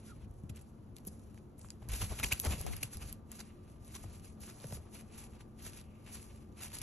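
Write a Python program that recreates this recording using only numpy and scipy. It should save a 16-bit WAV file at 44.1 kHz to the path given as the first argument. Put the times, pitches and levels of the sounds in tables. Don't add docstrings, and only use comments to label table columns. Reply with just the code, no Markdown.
import sys
import numpy as np
from scipy import signal
from scipy.fft import rfft, irfft, next_fast_len
from scipy.io import wavfile
from scipy.ndimage import uniform_filter1d

SR = 44100
rng = np.random.default_rng(int(sys.argv[2]) if len(sys.argv) > 2 else 0)


def master_out(mix):
    frames = np.transpose(np.atleast_2d(mix))
    ceiling = np.clip(frames, -1, 1)
    pcm = np.round(ceiling * 32767).astype(np.int16)
    wavfile.write(sys.argv[1], SR, pcm)


def nominal_scale(level):
    x = np.asarray(level, float) / 20
    return 10 ** x


N = 300762
T_S = np.arange(N) / SR
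SIZE = next_fast_len(N + SR // 4)
BIN_HZ = np.maximum(np.arange(SIZE // 2 + 1) * SR / SIZE, 1)

# peak t/s, level/dB,
# swell/s, fade/s, dullness/dB
FIDGETS = [(.095, -60, 0.17, 0.086, 2), (.17, -74.5, 0.11, .1, 6), (.25, -70.5, 0.12, 0.012, 10),
           (.36, -76, 0.24, 0.44, -22), (0.498, -50.5, 0.0072, 0.0098, 3.5),
           (0.578, -63, 0.055, 0.073, 6.5), (.8, -76, 0.99, 0.72, -1), (.968, -62, 0.017, 0.081, -2),
           (1.058, -62.5, 0.031, 0.49, -7), (1.17, -82, .15, 0.15, 3), (1.3, -77, 0.18, .12, 8),
           (1.385, -68.5, 0.069, .03, 1), (1.592, -63.5, 0.024, 0.14, -1), (1.66, -70, .06, .04, 8),
           (1.72, -65, 0.059, 0.073, 2.5), (1.85, -68.5, .1, 0.07, 3), (4.861, -67.5, 0.43, 0.16, 1)]
# peak t/s, level/dB, swell/s, fade/s, dullness/dB
FLAPS = [(1.893, -48.5, 0.0065, 0.16, 2), (1.945, -41.5, 0.049, 0.062, 0.5), (2.035, -44, 0.11, 0.14, -1),
         (2.1, -45, 0.023, 0.21, 0.5), (2.195, -45, 0.02, 0.068, 5.5), (2.264, -42, 0.033, 0.024, 1),
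         (2.3, -49, 0.14, 0.23, 2.5), (2.35, -53, .03, 0.088, 5), (2.425, -46, 0.037, 0.17, 0),
         (2.519, -42, 0.11, 0.13, 2), (2.6, -46.5, 0.07, 0.15, -2), (2.673, -47, 0.026, 0.028, 4),
         (2.735, -47.5, 0.08, 0.11, 1.5), (2.86, -54, 0.22, 0.09, 2.5), (2.945, -51, 0.064, 0.1, -2.5),
         (3.026, -49.5, 0.04, 0.06, 4), (3.09, -53, .1, 0.089, 0.5), (3.14, -65, .03, 0.068, -3)]
# peak t/s, level/dB, swell/s, fade/s, dullness/dB
SWINGS = [(3.324, -55, 0.024, 0.036, 6.5), (3.37, -55.5, 0.099, 0.19, 0.5), (3.5, -77.5, 0.053, 0.27, 13.5),
          (3.68, -68.5, 0.11, 0.26, 4), (3.875, -61.5, 0.086, 0.12, 1), (3.93, -58, 0.1, 0.34, 0.5),
          (4.033, -53.5, 0.028, 0.05, -4.5), (4.1, -63.5, 0.27, .15, 3), (4.155, -57.5, 0.046, 0.065, 0),
          (4.245, -60.5, 0.031, 0.12, 0.5), (4.285, -60.5, 0.094, 0.085, -2),
          (4.425, -51.5, 0.027, 0.2, -3), (4.496, -51.5, 0.094, 0.035, 4.5), (4.56, -63, 0.13, 0.083, 0),
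          (4.605, -56, 0.038, .1, -16), (4.64, -55, 0.073, 0.091, 1.5), (4.746, -46.5, 0.079, 0.053, -6.5),
          (4.949, -50.5, 0.033, 0.1, 0), (5.0, -63, .06, 0.1, 2), (5.15, -58.5, 0.086, 0.1, 4.5),
          (5.185, -54.5, 0.061, 0.12, -2.5), (5.24, -55.5, 0.12, .05, -1.5),
          (5.355, -63.5, 0.077, 0.054, 2.5), (5.408, -61, 0.041, 0.05, 5), (5.5, -76, .15, .12, 2),
          (5.595, -58, 0.021, 0.076, 2), (5.662, -48.5, 0.083, 0.082, 0), (5.775, -56, 0.11, 0.096, 2),
          (6.083, -58.5, 0.032, 0.098, 7), (6.147, -47, 0.066, 0.098, -3), (6.281, -63, 0.47, 0.35, 2.5),
          (6.575, -62, 0.025, 0.13, 6), (6.646, -45, 0.071, 0.057, 0.5), (6.771, -49, 0.1, 0.074, 3),
          (6.82, -52, 0.021, 0.042, 7.5)]
# f/Hz, density/dB per Hz
FEATHER = [(900, -5), (1500, -4.5), (1950, -3.5), (2300, -5), (2800, -4), (3500, -4.5), (5000, -2),
           (6400, 1), (8000, 0.5), (10000, 8.5), (11300, 6), (12300, -5.5), (13500, 7.5), (15500, -25)]
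# start t/s, end t/s, bright barbs level/dB, dull barbs level/dB
STROKES = [
    (1.069, 1.085, -46, -66),
    (2.007, 2.023, -38.5, -41),
    (2.229, 2.244, -28, -36.5),
    (2.311, 2.317, -37, -37),
    (2.319, 2.327, -25, -34.5),
    (2.436, 2.471, -39.5, -42.5),
    (2.828, 2.835, -28.5, -41.5),
    (3.386, 3.413, -46, -52),
    (3.937, 3.967, -45, -52.5),
    (6.728, 6.755, -40.5, -54),
]
# start t/s, end t/s, level/dB, start f/Hz, end f/Hz
WHISTLES = [
    (2.234, 2.244, -29.5, 2050, 2700),
    (2.316, 2.327, -27, 2140, 2820),
    (2.83, 2.833, -32, 2190, 2680),
]
# t/s, peak level/dB, T60/s
BEAK_CLICKS = [(.311, -55, 0.0083), (0.436, -54, .005), (0.56, -48, 0.03), (0.617, -56, .009),
               (.961, -50, .004), (0.9662, -35, 0.0033), (0.984, -48, 0.013), (1.051, -41.5, 0.0061),
               (1.064, -41, .006), (1.58, -55, 0.014), (1.602, -56, 0.0069), (1.82, -59, .01),
               (1.888, -33, 0.0071), (1.92, -32, .01), (1.9477, -41, .01), (2.017, -31, 0.0091),
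               (2.0974, -44, .01), (2.198, -28.5, .006), (2.3332, -18.5, 0.0064), (2.3993, -17, 0.005),
               (2.4494, -27, 0.025), (2.613, -30, 0.0098), (2.6648, -31.5, 0.029), (2.713, -41, 0.011),
               (2.7344, -48, 0.016), (2.766, -31.5, 0.013), (2.841, -40, .005), (2.921, -45, .01),
               (2.94, -44, .01), (3.0267, -48, .01), (3.0635, -46, 0.0089), (3.127, -26.5, 0.0058),
               (3.317, -28, 0.0076), (3.847, -43, 0.0088), (3.879, -43.5, .008), (4.405, -45, 0.0088),
               (4.4243, -49, 0.0052), (4.467, -45, .01), (4.6204, -49, .011), (4.722, -46, 0.011),
               (4.9421, -54, .008), (4.9476, -43, 0.0071), (5.628, -44, 0.012), (5.6976, -46, 0.0098),
               (6.7315, -43, .008), (6.7461, -41, 0.0058), (6.751, -39, .011), (6.786, -32, 0.023),
               (6.8154, -35, 0.057)]
# t/s, peak level/dB, ring f/Hz
WOOD_TICKS = [(0.495, -45, 2410), (.966, -53, 4260), (.984, -50, 4270), (1.051, -57, 4000),
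              (1.377, -44.5, 1510), (1.6147, -45.5, 8100), (1.686, -47, 1410), (1.6865, -50, 6500),
              (1.704, -34, 6900), (1.7046, -39.5, 2380), (1.821, -60, 2000), (2.188, -46, 2950),
              (2.191, -30, 3280), (2.1987, -30, 2480), (2.2452, -20.5, 3280), (2.401, -36, 6200),
              (2.523, -30.5, 2570), (3.393, -42.5, 6060), (3.404, -38, 6200), (3.952, -34, 6200),
              (4.601, -45, 7000), (4.609, -48, 6540), (4.634, -47, 1510), (4.642, -46, 1970),
              (4.708, -49, 2600), (4.724, -53, 1690), (5.6652, -38.5, 2300), (6.074, -47, 1800),
              (6.525, -61, 5730), (6.572, -52, 2600)]
# t/s, peak level/dB, ring f/Hz
KNOCKS = [(.44, -58, 300), (.5, -56, 300), (1.823, -52, 790), (1.828, -49, 460), (2.017, -52, 540),
          (2.199, -34, 1310), (2.23, -30, 2530), (1.646, -49.5, 1110), (2.447, -42, 710), (2.453, -55, 510),
          (2.46, -40, 705), (2.4675, -35, 1110), (2.47, -33, 442), (2.507, -40, 497), (2.522, -51, 496),
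          (2.534, -32.5, 325), (2.548, -50, 603), (2.588, -44, 400), (2.607, -41, 348), (2.665, -34.5, 730),
          (2.676, -41, 470), (2.687, -42, 380), (2.734, -45, 2070), (3.388, -53, 1410), (3.955, -49, 1050),
          (3.961, -47, 1090), (4.041, -43.5, 660), (4.046, -45, 328), (4.479, -50, 1090),
          (4.643, -38.5, 496), (4.71, -48, 480), (4.7245, -32.5, 600), (4.727, -44, 560), (4.771, -42, 418),
          (4.925, -67, 890), (5.666, -46, 448)]
# t/s, peak level/dB, ring f/Hz, initial pitch excess/share
THUDS = [(0.437, -36, 84, 1.6), (0.499, -33, 77, 1.46), (1.07, -38.5, 188, 0.23), (1.828, -44.5, 110, 0.47),
         (1.892, -30.5, 54.5, .1), (1.907, -39, 44.7, .3), (1.93, -33, 60.4, 0.086), (2.016, -37, 65.6, .1),
         (2.102, -37, 55, 0.087), (2.197, -38.5, 85, 0.3), (2.235, -37.5, 255, 0.28),
         (2.248, -38, 55, 0.27), (2.326, -31, 80.6, 0.48), (2.451, -35, 220, 0.36),
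         (2.469, -27, 72.4, 0.45), (2.4787, -36, 72, .1), (2.494, -35, 70.6, .1), (2.508, -37.5, 170, .3),
         (2.523, -35, 55.6, 0.4), (2.541, -36, 148, 0.42), (2.559, -46, 201, .3), (2.577, -39.5, 118, 0.25),
         (2.625, -47, 160, 0.37), (2.604, -42.5, 64, 0.64), (2.834, -35.5, 106, 0.66),
         (2.954, -34.5, 54, .1), (4.049, -40, 80, 1.35), (4.646, -38.5, 110, 1.2), (4.728, -39, 104, 0.96),
         (4.786, -38.5, 80.5, .1), (6.81, -41.5, 80.5, .3)]
# start t/s, end t/s, level/dB, centre f/Hz
SCRATCHES = [
    (0.557, 0.57, -51.5, 9450),
    (0.609, 0.624, -53.5, 9800),
    (1.065, 1.078, -37, 11000),
    (1.582, 1.595, -53.5, 9600),
    (1.59, 1.688, -60, 8600),
    (2.39, 2.42, -39, 10900),
]
# t/s, f/Hz, level/dB
PEEP = [(.068, 1433, -90), (.08, 1420, -62), (.1, 1386, -52), (.109, 1380, -58), (.122, 1320, -51),
        (.138, 1270, -55), (.146, 1270, -70)]
# peak t/s, gust level/dB, cloth flap level/dB, fade/s
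PUSHES = [(.25, -47, -75, 0.41), (0.512, -48, -72, 0.03), (1.098, -47.5, -67, 0.17),
          (1.827, -67, -62.5, 0.046), (1.911, -40.5, -62, 0.13), (2.033, -32.5, -55, 0.073),
          (2.125, -31.5, -49, 0.051), (2.244, -32.5, -49, 0.045), (2.33, -37.5, -50, 0.023),
          (2.462, -51, -41, 0.04), (2.484, -37, -56, 0.086), (2.534, -38, -50, 0.085),
          (2.612, -34, -56, 0.021), (2.709, -44.5, -61, 0.23), (3.033, -41.5, -62, 0.25),
          (4.08, -46.5, -71.5, 0.28), (4.649, -66, -65, 0.72), (4.749, -39, -65, 0.09),
          (5.248, -49, -66, 0.4), (5.676, -52.5, -85, 0.24), (6.146, -55.5, -76, 0.62),
          (6.65, -51, -73, 0.25)]
# t/s, buffet level/dB, flutter level/dB
CROSSWIND = [(2.635, -75, -77), (2.652, -40, -44), (2.668, -45, -54), (2.685, -42, -45), (2.715, -37, -74),
             (2.8, -55, -70), (2.9, -81, -80), (3.1, -94, -92)]
# f/Hz, density/dB per Hz
ROOM = [(20, -12), (45, -2), (85, 3), (160, -5), (300, -9.5), (600, -21), (1200, -28.5), (1900, -40),
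        (4000, -47.5), (9000, -54.5), (11000, -48), (12500, -50), (14500, -41)]
# f/Hz, width/Hz, level/dB
HUM = [
    (72, 69, -65.5),
    (218, 13, -59.5),
    (356, 6, -70),
]
FAR_RUSTLE = 5.93, .14, -76
# f/Hz, lead/rad
PORT_LEAD = [(1500, 0), (3000, .25), (4100, .9), (4800, 2.9), (5400, 5.4), (5800, 6.2), (6200, 6.4),
             (8400, 9.2), (8800, 9.42), (9700, 9.45), (11900, 12.57), (20000, 12.57)]
# f/Hz, level/dB
PORT_TILT = [(60, 1.1), (500, 2.2), (1200, -.5), (1800, 0), (2500, 2), (3300, 0), (4700, -3.5), (5700, 0),
             (14000, 0)]
# f/Hz, scattered level/dB
NEAR_SCATTER = [(100, -20), (300, -12), (700, -4), (1400, -18), (1900, -24), (2700, -7), (4100, -5),
                (4900, -3), (5950, -22), (7000, -7), (8100, -8), (8700, -13), (9600, -15), (10300, -12),
                (11500, -10), (12100, -17)]
# f/Hz, scattered level/dB
SIDE_SCATTER = [(100, -12), (800, -7), (1900, -22), (4800, -7), (5950, -20), (8000, -9), (9300, -17),
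                (11000, -11), (13000, -16)]
# f/Hz, scattered level/dB
ROOM_SCATTER = [(100, -13), (300, -10), (800, -1), (1400, -2), (1850, -8), (3000, -2), (5000, -3),
                (5950, -16), (7500, -6), (8700, -16), (9600, -18), (10500, -10), (12100, -30)]
# f/Hz, level/dB
MICROPHONE = [(9000, -2), (11600, -3), (12400, -9.5), (13400, -17), (14500, -41), (16000, -26)]
# treble level/dB, top f/Hz
KEPT_TOP = [(-80, 13500), (-68, 11800), (-56, 12000), (-46, 13400), (-38, 14600)]

SWELL_BEND, FADE_BEND, SETTLED_DB = 1.39, 1.034, -90.5
SAG_CYCLES = 0.62
STICK_OVERTONE = 2.82


def rms_one(x):
    return x / np.sqrt(np.mean(x ** 2) + 1e-20)


def in_time(rows):
    s, *columns = np.transpose(rows)
    return [np.interp(T_S, s, c) for c in columns]


def at_hz(points):
    hz, value = np.transpose(points)
    return np.interp(np.log(BIN_HZ), np.log(np.maximum(hz, 1)), value)


def colour(x, gain):
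    return irfft(rfft(x, SIZE) * gain, SIZE)[..., :N]


def band(x, low_hz, high_hz):
    return signal.sosfilt(signal.butter(2, [low_hz, high_hz], "band", fs=SR, output="sos"), x)


def drift(rate_hz):
    r = np.exp(-80 * np.pi * rate_hz / SR)
    slow = signal.lfilter([1], [1, -2 * r, r * r], rng.standard_normal(N // 40 + 2002))[2000:]
    return np.interp(np.arange(N) / 40, np.arange(len(slow)), rms_one(slow))


def above(level_db, floor_db):
    return np.sqrt(np.maximum(nominal_scale(level_db) ** 2 - nominal_scale(floor_db) ** 2, 0))


def movements(peak_s, level_db, swell_s, fade_s, rest_db):
    late_s = T_S[::64] - peak_s[:, None]
    swelling = np.abs(late_s / swell_s[:, None]) ** SWELL_BEND
    fading = np.abs(late_s / fade_s[:, None]) ** FADE_BEND
    loss_db = 20 * np.where(late_s < 0, swelling, fading)
    power = np.sum(nominal_scale(level_db[:, None] - loss_db) ** 2, axis=0) + nominal_scale(rest_db) ** 2
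    return np.interp(T_S, T_S[::64], 10 * np.log10(power))


def swell(start_s, end_s):
    span = slice(round(start_s * SR), round((end_s + 0.025) * SR))
    along = np.abs(T_S[span] - start_s) / (end_s - start_s)
    return span, along, np.where(along < 1, np.sqrt(along), np.exp((end_s - T_S[span]) / 0.001))


def rough_grains(spread_db):
    return nominal_scale(spread_db * np.minimum(rng.exponential(1, N), 6)) * rng.standard_normal(N)


def barbs(spread_db):
    grains = rough_grains(spread_db)
    low_share = 1 / (1 + (BIN_HZ / 3900) ** 6)
    dull, bright = colour(grains, nominal_scale(at_hz(FEATHER)) * np.array([low_share, 1 - low_share]))
    return rms_one(dull), rms_one(bright)


def rustle():
    s, db, swell_s, fade_s, dull_db = np.transpose(FIDGETS + FLAPS + SWINGS)
    dull, bright = barbs(spread_db=2.5)
    flicker_db = 1.05 * drift(36)
    low_db = movements(s, db + dull_db, swell_s, fade_s, SETTLED_DB) - 8.5
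    low = dull * above(low_db, -101.0) * nominal_scale(1.86 * drift(26.0))
    low = low + nominal_scale(-7.0 + 3.4 * drift(7.0)) * band(low, 2070, 3010)
    high_db = movements(s, db, swell_s, fade_s, SETTLED_DB) + 0.54
    high = bright * above(high_db, -89.0) * nominal_scale(2.0 * drift(24))
    catches = (rng.random(N) < 45.0 / SR) * rng.exponential(1, N)
    crackle = 1 + nominal_scale(-1.5) * signal.lfilter([1], [1, -nominal_scale(-60 / (0.0094 * SR))], catches)
    return nominal_scale(flicker_db) * crackle * (low + high)


def strokes():
    out = np.zeros(N)
    dull, bright = barbs(spread_db=2.4)
    waver = drift(300)
    for start_s, end_s, bright_db, dull_db in STROKES:
        span, along, shape = swell(start_s, end_s)
        out[span] += shape * (nominal_scale(bright_db) * bright[span] + nominal_scale(dull_db) * dull[span])
    for start_s, end_s, level_db, from_hz, to_hz in WHISTLES:
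        span, along, shape = swell(start_s, end_s)
        hz = from_hz + (to_hz - from_hz) * np.minimum(along, 1.1) ** 2
        phase = 2 * np.pi * np.cumsum(hz) / SR
        tone = np.sin(phase) + .2 * np.sin(3 * phase)
        out[span] += shape * nominal_scale(level_db + 2.5 * waver[span]) * tone
    return out


def blows(table, crack_db, push_ms, rough, overtone_db=-99):
    out, t = np.zeros(N + SR), np.arange(SR // 3) / SR
    noise = rng.standard_normal((len(table), len(t)))
    for (s, level_db, hz, t60_s, sag), grit in zip(table, noise):
        fall = nominal_scale(-60 * t / t60_s) * (1 - np.exp(-1000 * t / push_ms))
        cycles = hz * t + sag * SAG_CYCLES * (1 - np.exp(-hz * t / SAG_CYCLES))
        upper = nominal_scale(overtone_db) * fall * np.sin(2 * np.pi * STICK_OVERTONE * cycles)
        grain = rough * rms_one(band(grit, hz * .6, min(hz * 1.6, 19000)))
        mode = np.sin(2 * np.pi * cycles) + upper + grain
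        crack = nominal_scale(crack_db) * band(grit * fall ** 2.46, max(hz * 0.45, 900), 22000)
        out[round(s * SR):][:len(t)] += nominal_scale(level_db) * (fall * mode / fall.max() + crack)
    return out[:N]


def beak_clicks():
    table = [(s, db, 11170 + 1010 * rng.standard_normal(), t60_s, 0) for s, db, t60_s in BEAK_CLICKS]
    return nominal_scale(-2.5) * blows(table, crack_db=3.0, push_ms=0.053, rough=0.39)


def wood_ticks():
    table = [(*row, 0.0071, 0) for row in WOOD_TICKS]
    return nominal_scale(-7.0) * blows(table, crack_db=9.0, push_ms=0.05, rough=1.3)


def stick_knocks():
    table = [(*row, 0.019, 0.19) for row in KNOCKS]
    return blows(table, crack_db=-2.5, push_ms=0.14, rough=0.43, overtone_db=-10)


def soft_thuds():
    table = [(s, db, hz, 12 / hz, sag) for s, db, hz, sag in THUDS]
    return blows(table, crack_db=-42.0, push_ms=0.83, rough=0.41)


def scratches():
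    out = np.zeros(N)
    grains = rough_grains(spread_db=4.9)
    for start_s, end_s, level_db, hz in SCRATCHES:
        span, along, shape = swell(start_s, end_s)
        out[span] += nominal_scale(level_db) * shape * rms_one(band(grains[span], hz * .84, hz * 1.16))
    return out


def peep():
    hz, level_db = in_time(PEEP)
    level = nominal_scale(level_db - 6 + 3 * drift(65))
    return level * np.sin(2 * np.pi * np.cumsum(hz + 35 * drift(130)) / SR) * (T_S < .15)


def gusts():
    s, gust_db, flap_db, fade_s = np.transpose(PUSHES)
    swell_s = 0.73 * fade_s
    gust_db = movements(s, gust_db, swell_s, fade_s, rest_db=-53)
    flap_db = movements(s, flap_db, swell_s, fade_s, rest_db=-67.5)
    buffet_db, flutter_db = in_time(CROSSWIND)
    shared, own = rng.standard_normal((2, 2, N))
    lumps = rms_one(band(band(shared[0] + .3 * own, 22, 330), 35, 105))
    lumps = lumps * above(gust_db - 2.5, -54.0) * nominal_scale(1.5 * drift(12))
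    flap = rms_one(band(shared[1] + .5 * own[::-1], 170, 950))
    flap = flap * above(flap_db + 1.5, -66.0) * nominal_scale(2.5 * drift(35))
    buffet = rms_one(band(own[0, ::-1], 27, 135)) * nominal_scale(buffet_db)
    buffet = buffet + rms_one(band(own[1, ::-1], 200, 570)) * nominal_scale(flutter_db)
    return lumps + flap + buffet * (T_S > CROSSWIND[0][0]) * [[1.2], [-.8]]


def motor_hum():
    out = np.zeros(N)
    for hz, width_hz, db in HUM:
        resonance = 1 / (1 + (2 * (BIN_HZ - hz) / width_hz) ** 2)
        out += nominal_scale(db) * rms_one(colour(rng.standard_normal(N), resonance))
    return out


def room():
    air = nominal_scale(-52) * rms_one(colour(rng.standard_normal(N), nominal_scale(at_hz(ROOM))))
    phase = 2 * np.pi * np.cumsum(1185 + 6 * drift(12)) / SR
    whine = nominal_scale(-75) * np.sin(phase) * np.clip((T_S - 2.75) / .2, 0, 1)
    centre_s, half_s, level_db = FAR_RUSTLE
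    far = rms_one(band(rng.standard_normal(N), 2100, 2900)) * np.exp(-((T_S - centre_s) / half_s) ** 4)
    return air + motor_hum() + whine + nominal_scale(level_db) * far


def ports(x, scatter, t60_s):
    t = np.arange(SR // 5) / SR
    echoes = rng.standard_normal((3, len(t))) * nominal_scale(-60 * t / t60_s)
    echoes = echoes / np.linalg.norm(echoes, axis=1)[:, None]
    shares = np.array([drift(5) for _ in echoes])
    shares = shares / np.linalg.norm(shares, axis=0)
    paths = rfft(x * shares, SIZE) * rfft(echoes, SIZE)
    direct = rfft(x, SIZE)
    diffuse = paths.sum(axis=0) * nominal_scale(at_hz(scatter))
    left = np.exp(.5j * at_hz(PORT_LEAD)) * nominal_scale(.5 * at_hz(PORT_TILT))
    return irfft(np.array([left * (direct + diffuse), (direct - diffuse) / left]), SIZE)[:, :N]


def scene():
    wings = ports(rustle() + strokes() + soft_thuds() + peep(), NEAR_SCATTER, t60_s=0.074)
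    ticks = beak_clicks() + wood_ticks()
    contacts = ports(ticks + stick_knocks() + scratches(), SIDE_SCATTER, t60_s=0.046)
    return wings + contacts + ports(room(), ROOM_SCATTER, t60_s=0.72) + gusts() * nominal_scale([[.4], [-.4]])


def ragged_top(x):
    pair = np.array([[1, 1], [1, -1]])
    hz, s, frames = signal.stft(pair @ x / 2, SR, nperseg=1024, noverlap=512)
    treble = np.sum(np.abs(frames[:, hz > 4000]) ** 2, axis=(0, 1))
    level_db = 10 * np.log10(2 * treble + 1e-12)
    edge = uniform_filter1d(band(x[0], 9800, 13000) ** 2, size=40)
    blocks = np.pad(edge, (256, 512 * len(s)))[:512 * len(s)].reshape(len(s), 512)
    clicky = blocks.max(axis=1) > 15 * np.median(blocks, axis=1)
    sudden = (np.diff(level_db, prepend=0) > 6.5) + 2. * (clicky & (level_db > -58))
    chance_hz = np.repeat(rng.normal(0, 350, (2, len(s))), 2, axis=1)[:, :len(s)]
    top_hz = np.interp(uniform_filter1d(level_db, size=3), *np.transpose(KEPT_TOP))
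    top_hz = top_hz + chance_hz[0] + 1300 * sudden
    frames = frames * (hz[:, None] < np.round(top_hz / 350) * 350)
    gap_hz = np.round((8400 + chance_hz[1]) / 350) * 350 + 1500 * sudden
    frames[0] *= (hz[:, None] < gap_hz) | (hz[:, None] > 9750)
    return pair @ signal.istft(frames, SR, nperseg=1024, noverlap=512)[1][:, :N]


def low_pass(x):
    return signal.sosfilt(signal.butter(12, 15800, fs=SR, output="sos"), x)


def record(dry):
    mix = ragged_top(colour(dry, nominal_scale(at_hz(MICROPHONE))))
    return low_pass(mix)


dry = scene()
out = record(dry)
master_out(out)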